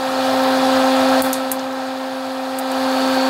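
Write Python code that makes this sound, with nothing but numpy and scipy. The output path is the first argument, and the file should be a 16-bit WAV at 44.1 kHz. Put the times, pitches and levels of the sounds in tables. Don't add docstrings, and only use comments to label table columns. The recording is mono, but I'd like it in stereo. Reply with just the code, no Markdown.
import sys
import numpy as np
from scipy import signal
from scipy.fft import rfft, irfft
from scipy.io import wavfile

SR = 44100
rng = np.random.default_rng(int(sys.argv[2]) if len(sys.argv) > 2 else 0)


def convert_level_to_amplitude(level_db):
    exponent = np.asarray(level_db, float) / 20
    return 10 ** exponent


def transcribe(u):
    v = np.clip(np.atleast_2d(u).T, -1, 1)
    q = np.round(v * 32767).astype(np.int16)
    wavfile.write(sys.argv[1], SR, q)


N = 145089

# (time [s], level [dB])
RECORDER_GAIN = [(0, -24), (.25, -21), (.55, -19.5), (1.0, -18.5), (1.207, -18.5), (1.228, -29),
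                 (1.245, -21), (1.315, -23), (1.335, -28), (1.36, -25), (1.5, -27.5), (1.525, -28),
                 (2.0, -29), (2.35, -29), (2.62, -27.5), (2.8, -23), (3.05, -20.5), (3.29, -20)]
# (frequency [Hz], density [dB per Hz])
RUMBLE_SPECTRUM = [(15, -42), (50, -35), (75, -23), (98, -11), (150, -12.5), (200, -12), (255, -4.5),
                   (330, -8)]
# (frequency [Hz], density [dB per Hz])
ROAR_SPECTRUM = [(330, -7), (480, -5.5), (600, -2.5), (800, 2), (1100, 0), (1500, -5), (1950, -5.5),
                 (2300, -16.5)]
# (frequency [Hz], density [dB per Hz])
HISS_SPECTRUM = [(1350, -71), (2300, -5), (4090, -1), (4890, -5), (5770, -13.5), (11400, -17), (14900, -22),
                 (15800, -20), (16400, -46)]
# (frequency [Hz], share [0-1])
SHARED_AIR = [(30, 0.5), (100, 0.93), (400, 1), (800, 0.86), (1300, 0.43), (1800, 0.81), (3000, 0),
              (15000, 0)]
# (frequency [Hz], lead [rad])
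LEFT_LEAD = [(0, .1), (500, .4), (860, 1.1), (1000, -1.3), (1300, 0), (2070, 3.1), (2500, 9), (16000, 120)]
# (frequency [Hz], left-right [dB])
AIR_LEAN = [(30, 2), (100, 0), (350, .5), (600, 4), (780, -1), (1150, 7), (2400, 2), (15000, 1.5)]
# (multiple of the turning rate [1], left level [dB], right level [dB], left lead [rad],
# gain once the microphone has shifted [dB])
MOTOR_ORDERS = [(1, 0, 0, -.1, 0), (2, .8, -2.5, .6, -1.2), (3, -11, -6, 1.0, -3.0),
                (4, -12, -22, -1.2, -3.0), (5, -13, -15, .2, -1.5), (6, -11, -19, 2.0, 1.5),
                (7, -16, -19, -1.3, -4), (8, -29, -29, .3, 0), (9, -24, -27, .4, -4), (10, -28, -28, .3, 0),
                (13, -24, -24, .2, -3), (14, -27, -26, .3, 0), (15, -19, -15, 2.5, -4),
                (16, -24, -27, .7, 1), (17, -23, -23, 1.0, 9), (18, -32, -32, .3, 0),
                (20, -25, -22, -2.4, -6), (22, -41, -41, .3, 0), (30, -37, -37, .3, 0)]
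# (frequency [Hz], width [Hz], level [dB], left-right [dB])
HOUSING_WHISTLES = [(763, 10.0, -9, -10), (808, 4.5, -14.5, 11), (911, 8, -31, 34), (666, 39, -17, 19),
                    (413.7, 23, -25.5, 14), (1716, 25, -29.5, 29), (2464, 60.0, -35, 36),
                    (6700, 230, -30.5, 10)]
# (time [s], peak [dB], centre [Hz], tail T60 [s], left-right [dB])
BURSTS = [
    (1.2205, -16.5, 11200, 0.39, 5),
    (1.3302, -13, 8800, 0.21, 3.5),
    (1.516, -13, 10000, .15, 4.5),
    (1.3410, -24, 4500, .03, 6),
    (1.5935, -29, 5500, .05, 2.5),
    (2.5868, -23, 10500, .05, 5),
    (2.594, -28, 13500, .04, 4),
    (2.7162, -30, 10000, .05, 2.5),
    (.435, -30, 13000, .08, 5),
]

MOTOR_HZ = 263.05


def column(rows, k, at):
    rows = np.array(rows, float)
    return np.interp(at, rows[:, 0], rows[:, k])


def at_hz(points, hz):
    points = np.array(points)
    return np.interp(np.log(hz), np.log(points[:, 0]), points[:, 1])


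def rms_one(x):
    return x / np.sqrt(np.mean(x ** 2) + 1e-20)


def drift(rate):
    r = np.exp(-80 * np.pi * rate / SR)
    slow = signal.lfilter([1], [1, -2 * r, r * r], rng.standard_normal(N // 40 + 2002))
    slow = slow[2000:]
    return np.interp(np.arange(N) / 40, np.arange(len(slow)), rms_one(slow))


def resonate(x, hz, width):
    r = np.exp(-np.pi * width / SR)
    return signal.lfilter([1, 0, -1], [1, -2 * r * np.cos(2 * np.pi * hz / SR), r * r], x + 1e-18)


def panned(x, db):
    return x * convert_level_to_amplitude(np.array([[.5], [-.5]]) * db)


def shaft_angle():
    return 2 * np.pi * MOTOR_HZ * np.arange(N) / SR


def moving_air(spectrum, patchy_db):
    echo_s, echo_share = [[0.00141, .0031], [0.001225, .0038]], 0.13
    blade_depth = 0.05
    hz = np.maximum(np.arange(N // 2 + 1) * SR / N, 1)
    left, other = rfft(rng.standard_normal((2, N)))
    share = np.clip(at_hz(SHARED_AIR, hz), 0, 1)
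    common = share * left * np.exp(-1j * column(LEFT_LEAD, 1, hz))
    pair = np.array([left, common + np.sqrt(1 - share ** 2) * other])
    pair = panned(pair * convert_level_to_amplitude(at_hz(spectrum, hz)), at_hz(AIR_LEAN, hz))
    echoes = 1 + echo_share * np.exp(-2j * np.pi * hz * np.array(echo_s)[..., None])
    pair = pair * np.abs(echoes).prod(axis=1)

    low, high = spectrum[0][0], spectrum[-1][0]
    centres = np.linspace(np.log(low), np.log(high), 10)
    inside = (hz >= low) * (hz < high)
    out, together = 0, drift(1.0)
    for k in range(len(centres)):
        band = np.sqrt(np.interp(np.log(hz), centres, np.arange(len(centres)) == k)) * inside
        flicker = convert_level_to_amplitude(patchy_db * (0.29 * together + drift(10.3)))
        out = out + flicker * irfft(pair * band, N)
    return rms_one(out) * (1 + blade_depth * np.cos(shaft_angle()))


def fan():
    rumble = convert_level_to_amplitude(-19.5) * moving_air(RUMBLE_SPECTRUM, patchy_db=4.0)
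    roar = convert_level_to_amplitude(-1) * moving_air(ROAR_SPECTRUM, patchy_db=0.87)
    hiss = convert_level_to_amplitude(-6.5) * moving_air(HISS_SPECTRUM, patchy_db=1.0)
    return rumble + roar + hiss


def whistles():
    narrow_hz, steadying = 20, .6
    out = 0
    for hz, width, db, pan_db in HOUSING_WHISTLES:
        tone = resonate(resonate(rng.standard_normal(N), hz, width), hz, width)
        if width < narrow_hz:
            envelope = np.abs(signal.hilbert(tone)) + 1e-9
            tone = tone / envelope ** steadying
        out = out + convert_level_to_amplitude(db) * panned(rms_one(tone), pan_db)
    return out


def hum():
    waver_db, waver_growth, waver_top_db, waver_per_s = .12, 1.3, 2.2, 5
    phase_wander = .006
    shift_s, shift_takes_s = 2.55, .35
    early_dip_db, early_s = -6, 0.25
    t, angle = np.arange(N) / SR, shaft_angle()
    shifted = np.clip((t - shift_s) / shift_takes_s, 0, 1)
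    out = np.zeros((2, N))
    for order, left_db, right_db, lead, shift_db in MOTOR_ORDERS:
        k = round(order)
        phase = k * angle + phase_wander * k * drift(0.7) - (k > 1) * np.pi / 2
        depth_db = np.minimum(waver_db * k ** waver_growth, waver_top_db)
        level_db = depth_db * drift(waver_per_s) + shift_db * shifted
        if k == 1:
            level_db = level_db + early_dip_db * np.exp(-t / early_s)
        ports = convert_level_to_amplitude(np.array([[left_db], [right_db]]))
        out += np.sqrt(2) * convert_level_to_amplitude(level_db) * ports * np.cos(phase + np.array([[.5], [-.5]]) * lead)
    return out


def ticks():
    ticks_per_s, level_db, ring_cycles = 170, -18.5, 24
    sizes = convert_level_to_amplitude(1.7 * np.minimum(rng.exponential(1, N), 3.0)) * rng.choice([-1, 1], N)
    struck = rng.random(N) < ticks_per_s / SR
    spot = rng.integers(0, 12, N)
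    out = 0
    for k, hz in enumerate(np.geomspace(2700, 7500, 12)):
        ring = resonate(sizes * struck * (spot == k), hz, 0.94 * hz / ring_cycles)
        out = out + panned(ring, 18.0 * np.sin(k * k))
    return convert_level_to_amplitude(level_db) * rms_one(out)


def pops():
    rise_s, octaves = .00015, 0.98
    spike_db, spike_t60_s, crack_t60_s, tail_db = -5, .007, .035, -13
    snap_db, snap_hz = 6, 1100
    thump_db, thump_hz, thump_t60_s = -1, 85, .09
    out, t = np.zeros((2, N + SR)), np.arange(SR // 2) / SR
    for s, db, hz, t60, pan_db in BURSTS:
        edges = np.clip(hz * 2 ** (np.array([-.5, .5]) * octaves), 500, .44 * SR)
        band = signal.butter(3, edges, "band", fs=SR, output="sos")
        noise = rms_one(signal.sosfilt(band, rng.standard_normal((2, len(t)))))
        spike = convert_level_to_amplitude(spike_db - 60 * t / spike_t60_s)
        crack = convert_level_to_amplitude(-60 * t / crack_t60_s)
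        steam = convert_level_to_amplitude(tail_db - 60 * t / t60)
        shape = (1 - np.exp(-t / rise_s)) * (spike + crack + steam)
        swing = np.cos(2 * np.pi * snap_hz * t + np.arctan(2 / np.pi))
        snap = -convert_level_to_amplitude(snap_db) * np.exp(-t * snap_hz * 4) * swing
        thump = t60 ** 2 * convert_level_to_amplitude(thump_db - 60 * t / thump_t60_s) * np.sin(2 * np.pi * thump_hz * t)
        level = convert_level_to_amplitude(db - column(RECORDER_GAIN, 1, s))
        i = int(s * SR)
        out[:, i:i + len(t)] += level * panned(shape * noise + snap + thump, pan_db)
    return out[:, :N]


def scene():
    return fan() + whistles() + hum() + ticks() + pops()


def roll_off(x):
    return signal.sosfilt(signal.butter(12, 16500, fs=SR, output="sos"), x)


def record(dry):
    x = dry * convert_level_to_amplitude(column(RECORDER_GAIN, 1, np.arange(N) / SR))
    limited = 1.5 * np.tanh(x / 1.5)
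    top_cut = signal.cheby2(14, 24, 15900, fs=SR, output="sos")
    return roll_off(signal.sosfilt(top_cut, limited))


dry = scene()
out = record(dry)
transcribe(out)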